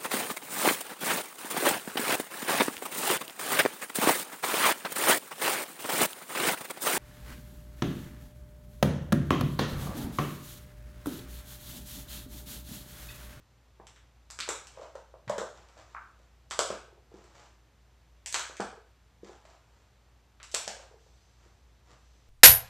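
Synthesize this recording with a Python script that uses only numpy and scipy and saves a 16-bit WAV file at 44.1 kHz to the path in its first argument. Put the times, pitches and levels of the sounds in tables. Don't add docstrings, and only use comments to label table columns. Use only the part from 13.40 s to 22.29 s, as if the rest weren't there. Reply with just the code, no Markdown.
import sys
import numpy as np
from scipy import signal
from scipy.fft import rfft, irfft
from scipy.io import wavfile
from scipy.ndimage import uniform_filter1d

SR = 44100
rng = np.random.default_rng(int(sys.argv[2]) if len(sys.argv) > 2 else 0)


def transcribe(u):
    v = np.clip(np.atleast_2d(u).T, -1, 1)
    q = np.round(v * 32767).astype(np.int16)
    wavfile.write(sys.argv[1], SR, q)


N = 392049

# frequency_hz, level_db
HISS_TONE = [(30, -40), (55, 12), (75, 8.5), (105, 6.5), (170, -1.5), (260, -5), (450, -6.5), (900, -8),
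             (2000, -13), (4000, -16.5), (6500, -20.5), (8000, -24), (9000, -29.5), (14000, -29.5)]
# pitch_hz, level_db
HUM_TONES = [(58.2, -63), (119, -76.5)]
# start_s, level_db, pitch_hz
KNOCKS = [(.399, -24.5, 350), (1.875, -8, 131), (1.895, -15.5, 237), (1.983, -13, 225), (3.304, -11, 254),
          (3.741, -18, 307), (5.199, -2.5, 361.7), (5.202, -4.5, 213.5), (5.832, -14, 335),
          (7.277, -20, 241), (8.061, -31.5, 314), (8.52, -27, 117)]
# frequency_hz, gain_db
BOARD_TONE = [(30, -24), (70, -16), (130, -4), (198, -7.5), (280, -8.5), (370, -3.5), (480, 5.5),
              (800, -16), (2000, -6)]
# start_s, level_db, pitch_hz, fade_cycles
POPS = [(.3995, -20.5, 870, 0.26), (1.079, -13, 1020, 0.26), (1.0892, -3.5, 462, 0.26),
        (1.553, -10, 547, 0.7), (1.74, -17.5, 590, 0.39), (1.8972, 4, 588, 0.87), (1.9815, -0.5, 480, 0.89),
        (2.0155, -2, 566, 0.41), (2.5483, -9, 1230, 0.49), (2.566, -9.5, 1500, 0.6), (2.8, -36, 577, 0.26),
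        (3.191, 4.5, 593, 0.32), (3.3035, -1, 526, 0.21), (5.098, -16.5, 494, 0.17),
        (5.1995, -2.5, 760, 0.54), (5.895, -14.5, 383, 0.19), (7.1425, -9, 590, 0.22),
        (7.277, -7, 670, 0.25), (7.663, -32, 480, .7)]
# start_s, length_s, first_level_db, pitch_hz, dents_per_s
DENT_RUNS = [(1.373, 0.082, -14.5, 560, 50.6), (2.368, .05, -25, 656, 36), (3.48, 0.14, -25.5, 463, 21.7),
             (3.716, .14, -24.5, 450, 30.3), (5.327, .08, -19, 462, 20.5), (6.051, .13, -27.5, 630, 10),
             (7.366, 0.044, -20.5, 527, 32), (7.511, .05, -24.5, 500, 33)]
# frequency_hz, gain_db
CUP_TONE = [(80, -10), (230, -18), (380, -2), (1700, -5.5), (2400, -9), (3200, -24.5), (8000, -27)]
# delay_s, gain
ECHOES = [(.0016, 0.057), (.0058, 0.038), (0.0105, 0.09), (0.0166, 0.067), (.0182, 0.078)]
# frequency_hz, fade_s
ROOM_FADE = [(140, 0.38), (200, 0.24), (300, 0.32), (550, 0.39), (1400, 0.45), (4000, 0.47), (7500, 0.38),
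             (12000, 0.4)]
# frequency_hz, gain_db
ROOM_TONE = [(120, -8), (200, 0.5), (280, -3), (420, -5.5), (900, 2), (4000, -2.5), (9500, -3.5),
             (14000, -6)]
# start_s, crack_db, brightness_db_per_octave, ring_db, direct_over_room_db
SNAPS = [(.4692, -22.5, 1.5, -34, -6), (.5611, -28.5, -6, -49, -10), (.9023, -19, 0, -32, -5),
         (.909, -16.5, 12, -35, -5.5), (.9893, -10.5, -2.5, -10, -5.5), (1.0029, -10.5, 7.5, -10.5, -5.5),
         (1.0081, -26, 13, -6.5, -4.5), (1.0893, -1, 0.8, -7.5, -7.5), (1.2707, -20.5, 1, -45, -5.5),
         (1.5546, -30, 0.5, -26, -5), (1.8784, -15.5, -11.5, -35, -8), (1.8962, -13, 1.5, -18, -6),
         (1.9813, -9.5, 0, -7.5, -9.5), (2.2874, -31.5, -5.5, -32, -6), (3.1025, -26, 9, -51, -7),
         (3.11, -4, -2, -14.5, -9), (3.1911, 4, -2, 0.5, -5), (3.3042, -14.5, -2, -13, -12),
         (3.8417, -33, -3, -35, -6), (4.8606, -8, 5.5, -20.5, -7.5), (4.871, -9.5, 13.5, -19, -13),
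         (4.926, -6.5, 8, -27, -6.5), (4.9433, 3, -0.5, -15, -7), (4.995, -8, 2, -11, -6),
         (5.1684, -17.5, -2.5, -31, -7), (5.2043, -11, -2, -7.5, -7), (6.0532, -33, -6, -47, -4.5),
         (7.001, -24.5, -11.5, -35, -8), (7.03, -16.5, -2, -32, -6.5), (7.1153, -16.5, 4.5, -38, -12),
         (7.1429, -5, -4, -19, -8), (7.1468, 2, 3, -11.5, -2.5), (7.2784, -6.5, 2.5, -14, -4)]
# frequency_hz, level_db
CRACK_TONE = [(100, -29), (230, -25), (380, -1), (1000, -0.5), (2200, 2), (4500, 3.5), (6600, 3), (8100, 5),
              (8800, -10.5), (10500, -12), (14000, -26)]
# peak_s, swell_s, fade_s, level_db
RUBS = [(1.43, 0.23, 0.091, -49), (1.557, .01, 0.054, -50), (2.17, 0.14, 0.22, -53.5),
        (2.37, 0.054, 0.39, -55), (2.8, 0.05, 0.061, -63), (3.75, 0.089, .3, -58), (3.991, 0.11, 0.12, -50),
        (5.85, .025, 0.21, -50.5), (6.056, 0.0095, 0.19, -56.5), (6.36, 0.096, 0.23, -64.5),
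        (7.405, 0.031, 0.084, -47), (8.03, 0.065, 0.11, -58.5), (8.501, 0.047, .08, -52)]
# frequency_hz, level_db
RUB_TONE = [(100, -21), (300, 10.5), (600, 12), (1300, 7.5), (2500, 1), (7500, -0.5), (9000, -16),
            (14000, -28.5)]
# start_s, length_s, level_db
MOTOR_RUNS = [(7.53, 0.33, -71), (8.557, .4, -74.5)]
# pitch_hz, width_hz, level_db
HOUSING_RINGS = [(4400, 4200, 1.5), (5050, 260, -14), (6050, 150, 6), (6500, 130, -2), (7650, 480, -3)]
# frequency_hz, gain_db
STEREO_WIDTH = [(1500, -75.5), (3000, -66), (4500, -37.5), (6500, -8), (8000, -9.5), (12000, -6)]


def gain_of(db):
    return 10 ** (np.asarray(db) / 20)


def unit_energy(x):
    return x / np.sqrt(np.sum(x ** 2) + 1e-20)


def unit_rms(x):
    return unit_energy(x) * np.sqrt(len(x))


def curve_at(points, hz):
    known_hz, value = np.transpose(points)
    return np.interp(np.log(hz + 1), np.log(known_hz + 1), value)


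def add(mix, start_s, sound):
    part = mix[round(start_s * SR):][:len(sound)]
    part += sound[:len(part)]


def clock(size):
    return np.arange(size) / SR


def colour(x, tone):
    hz = np.fft.rfftfreq(len(x), 1 / SR)
    return irfft(rfft(x) * gain_of(curve_at(tone, hz)), len(x))


def body_response(db):
    return np.exp(np.conj(signal.hilbert(np.log(gain_of(db)))))


def swing(hz, fade_cycles, rise, size=4096):
    turns = hz * clock(size)
    return unit_energy(turns ** rise * np.exp(-turns / fade_cycles) * np.sin(2 * np.pi * turns))


def hiss(level_db=-65):
    return gain_of(level_db) * unit_rms(colour(rng.standard_normal(N), HISS_TONE))


def mains_hum(waver=0.04):
    slow_drift = unit_rms(colour(rng.standard_normal(N), [(4, -3.5), (14, -18.5), (40, -100)]))
    tones = sum(gain_of(db) * np.sqrt(2) * np.sin(2 * np.pi * (hz * clock(N) + rng.random()))
                for hz, db in HUM_TONES)
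    return tones * (1 + waver * slow_drift)


def floor_knocks(thud_cycles=0.68, ring_hz=204, ring_cycles=5, ring_db=-11):
    blows = np.zeros(N)
    ring = gain_of(ring_db) * swing(ring_hz, ring_cycles, rise=0.13)
    for start_s, db, hz in KNOCKS:
        thud = swing(hz, thud_cycles, rise=0.58)
        add(blows, start_s, gain_of(db) * (thud + ring))
    board_db = curve_at(BOARD_TONE, abs(np.fft.fftfreq(8192, 1 / SR)))
    boards = np.fft.ifft(body_response(board_db)).real
    return signal.oaconvolve(blows, boards)[:N]


def panel_pops(overtone_ratio=1.76, overtone_db=-7, overtone_cycles=0.67):
    beams = np.zeros((3, N))
    for k, (start_s, db, hz, fade_cycles) in enumerate(POPS + small_dents()):
        overtone = gain_of(overtone_db) * swing(hz * overtone_ratio, overtone_cycles, rise=0.79)
        flip = swing(hz, fade_cycles, rise=2.35) + overtone
        add(beams[k % 3], start_s, gain_of(db) * unit_energy(flip))
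    return np.array([colour(beam, CUP_TONE) for beam in beams])


def small_dents(most=8, fade_db_per_s=28, jitter=0.081, spread_db=0.6, spread_octaves=0.13, cycles=0.72):
    rows = []
    for start_s, length_s, first_db, hz, dents_per_s in DENT_RUNS:
        later, louder, higher = rng.standard_normal((3, most))
        gaps = np.exp(jitter * later) / dents_per_s
        waits = np.cumsum(gaps) - gaps
        levels = first_db - fade_db_per_s * waits + spread_db * louder
        pitches = hz * 2 ** (spread_octaves * higher)
        rows += [(start_s + wait, level, pitch, cycles)
                 for wait, level, pitch in zip(waits, levels, pitches) if wait < length_s]
    return rows


def room_echo(x, early_fade_s=0.086, early_db=3, build_s=0.0043, lumpiness=0.47, size=32768):
    bounces = rng.standard_normal(size) * np.exp(lumpiness * rng.standard_normal(size))
    hz, frame_s, bands = signal.stft(bounces, SR, nperseg=256)
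    late = gain_of(-60 * frame_s / curve_at(ROOM_FADE, hz)[:, None])
    early = gain_of(early_db - 60 * frame_s / early_fade_s)
    tail = signal.istft(bands * np.hypot(late, early), SR, nperseg=256)[1][:size]
    tail = unit_energy(tail * (1 - np.exp(-clock(size) / build_s)))
    for delay_s, gain in ECHOES:
        tail[round(delay_s * SR)] += gain
    spectrum = rfft(tail)
    broad_tone = np.sqrt(uniform_filter1d(abs(spectrum) ** 2, size=120))
    tail = colour(unit_energy(irfft(spectrum / broad_tone)), ROOM_TONE)
    return signal.fftconvolve(x, tail[:size * 3 // 4])[:N]


def crack(brightness, spread_s=0.00035, evenness=0.5, size=1024):
    t, hz = clock(size), abs(np.fft.fftfreq(size, 1 / SR))
    slips = np.fft.fft(rng.standard_normal(size) * t * np.exp(-t / spread_s))
    treble_db = brightness * np.log2(np.clip(hz, 2000, 7000) / 2000)
    wall = body_response(curve_at(CRACK_TONE, hz) + treble_db)
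    return unit_energy(np.fft.ifft(wall * slips / abs(slips) ** evenness).real)


def crease_snaps(patch_hz=1400, ring_cycles=0.57, tick_db=-16, tick_wait_s=0.022, ticks=3):
    beams, direct = np.zeros((3, N)), np.zeros(N)
    for k, (start_s, crack_db, brightness, ring_db, direct_db) in enumerate(SNAPS):
        octaves_up = 0.14 * max(brightness - 1.5, 0)
        ring = swing(patch_hz * 2 ** octaves_up, ring_cycles, rise=1.0, size=1024)
        snap = gain_of(crack_db) * crack(brightness) + gain_of(ring_db) * ring
        add(beams[k % 3], start_s, snap)
        add(direct, start_s, gain_of(direct_db) * snap)
        for wait in rng.exponential(tick_wait_s, ticks):
            strength = gain_of(crack_db + tick_db) * np.exp(-wait / tick_wait_s / 2)
            add(direct, start_s + wait, strength * crack(brightness))
    return beams, direct


def sole_push(peak_s, swell_s, fade_s, db, change_db=19):
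    t = clock(N) - peak_s
    from_peak = np.maximum(-t / swell_s, t / fade_s)
    return gain_of(db - change_db * np.minimum(from_peak, 10))


def sole_rubbing(slips_per_s=600, spread_db=4, gain_db=-4):
    clicks = rng.choice([-1, 1], N) * (rng.random(N) < slips_per_s / SR)
    sizes = gain_of(spread_db * np.minimum(rng.exponential(1, N), 4))
    scrape = unit_rms(colour(clicks * sizes, RUB_TONE))
    push = sum(sole_push(*rub) for rub in RUBS)
    return gain_of(gain_db) * scrape * uniform_filter1d(push, size=600)


def motor_level(start_s, length_s, db, rise_s=0.091, sag_db_per_s=6, fade_s=0.6):
    t = np.maximum(clock(N) - start_s, 0)
    spin_up = np.minimum(t / rise_s, 1)
    run_down = np.exp(-np.maximum(t - length_s, 0) / fade_s)
    return gain_of(db - sag_db_per_s * t) * spin_up * run_down


def lens_motor():
    hz = np.fft.rfftfreq(N, 1 / SR)
    housing = sum(gain_of(db) / (1 + (2 * (hz - pitch) / width) ** 2)
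                  for pitch, width, db in HOUSING_RINGS)
    whir = unit_rms(irfft(rfft(rng.standard_normal(N)) * housing, N))
    return whir * sum(motor_level(*run) for run in MOTOR_RUNS)


def scene(pop_direct_db=-2, knock_direct_db=-1.0, knock_room_db=-0.5, rub_direct_db=-5, hiss_side_db=3):
    snap_beams, snap_direct = crease_snaps()
    pop_beams, knocks, rubs = panel_pops(), floor_knocks(), sole_rubbing()
    direct = snap_direct + gain_of(pop_direct_db) * pop_beams.sum(0)
    direct += gain_of(knock_direct_db) * knocks + gain_of(rub_direct_db) * rubs
    echoes = sum(room_echo(beam) for beam in snap_beams + pop_beams)
    echoes += room_echo(gain_of(knock_room_db) * knocks + rubs)
    middle = direct + echoes + hiss() + mains_hum() + lens_motor()
    side = colour(room_echo(snap_beams.sum(0) + rubs) + gain_of(hiss_side_db) * hiss(), STEREO_WIDTH)
    return np.array([middle + side, middle - side])


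def record(dry):
    cutoff_hz = 14500
    low_pass = signal.firwin(511, cutoff_hz, window=("kaiser", 9), fs=SR)
    return signal.oaconvolve(dry, low_pass[None], "same")


dry = scene()
out = record(dry)
transcribe(out)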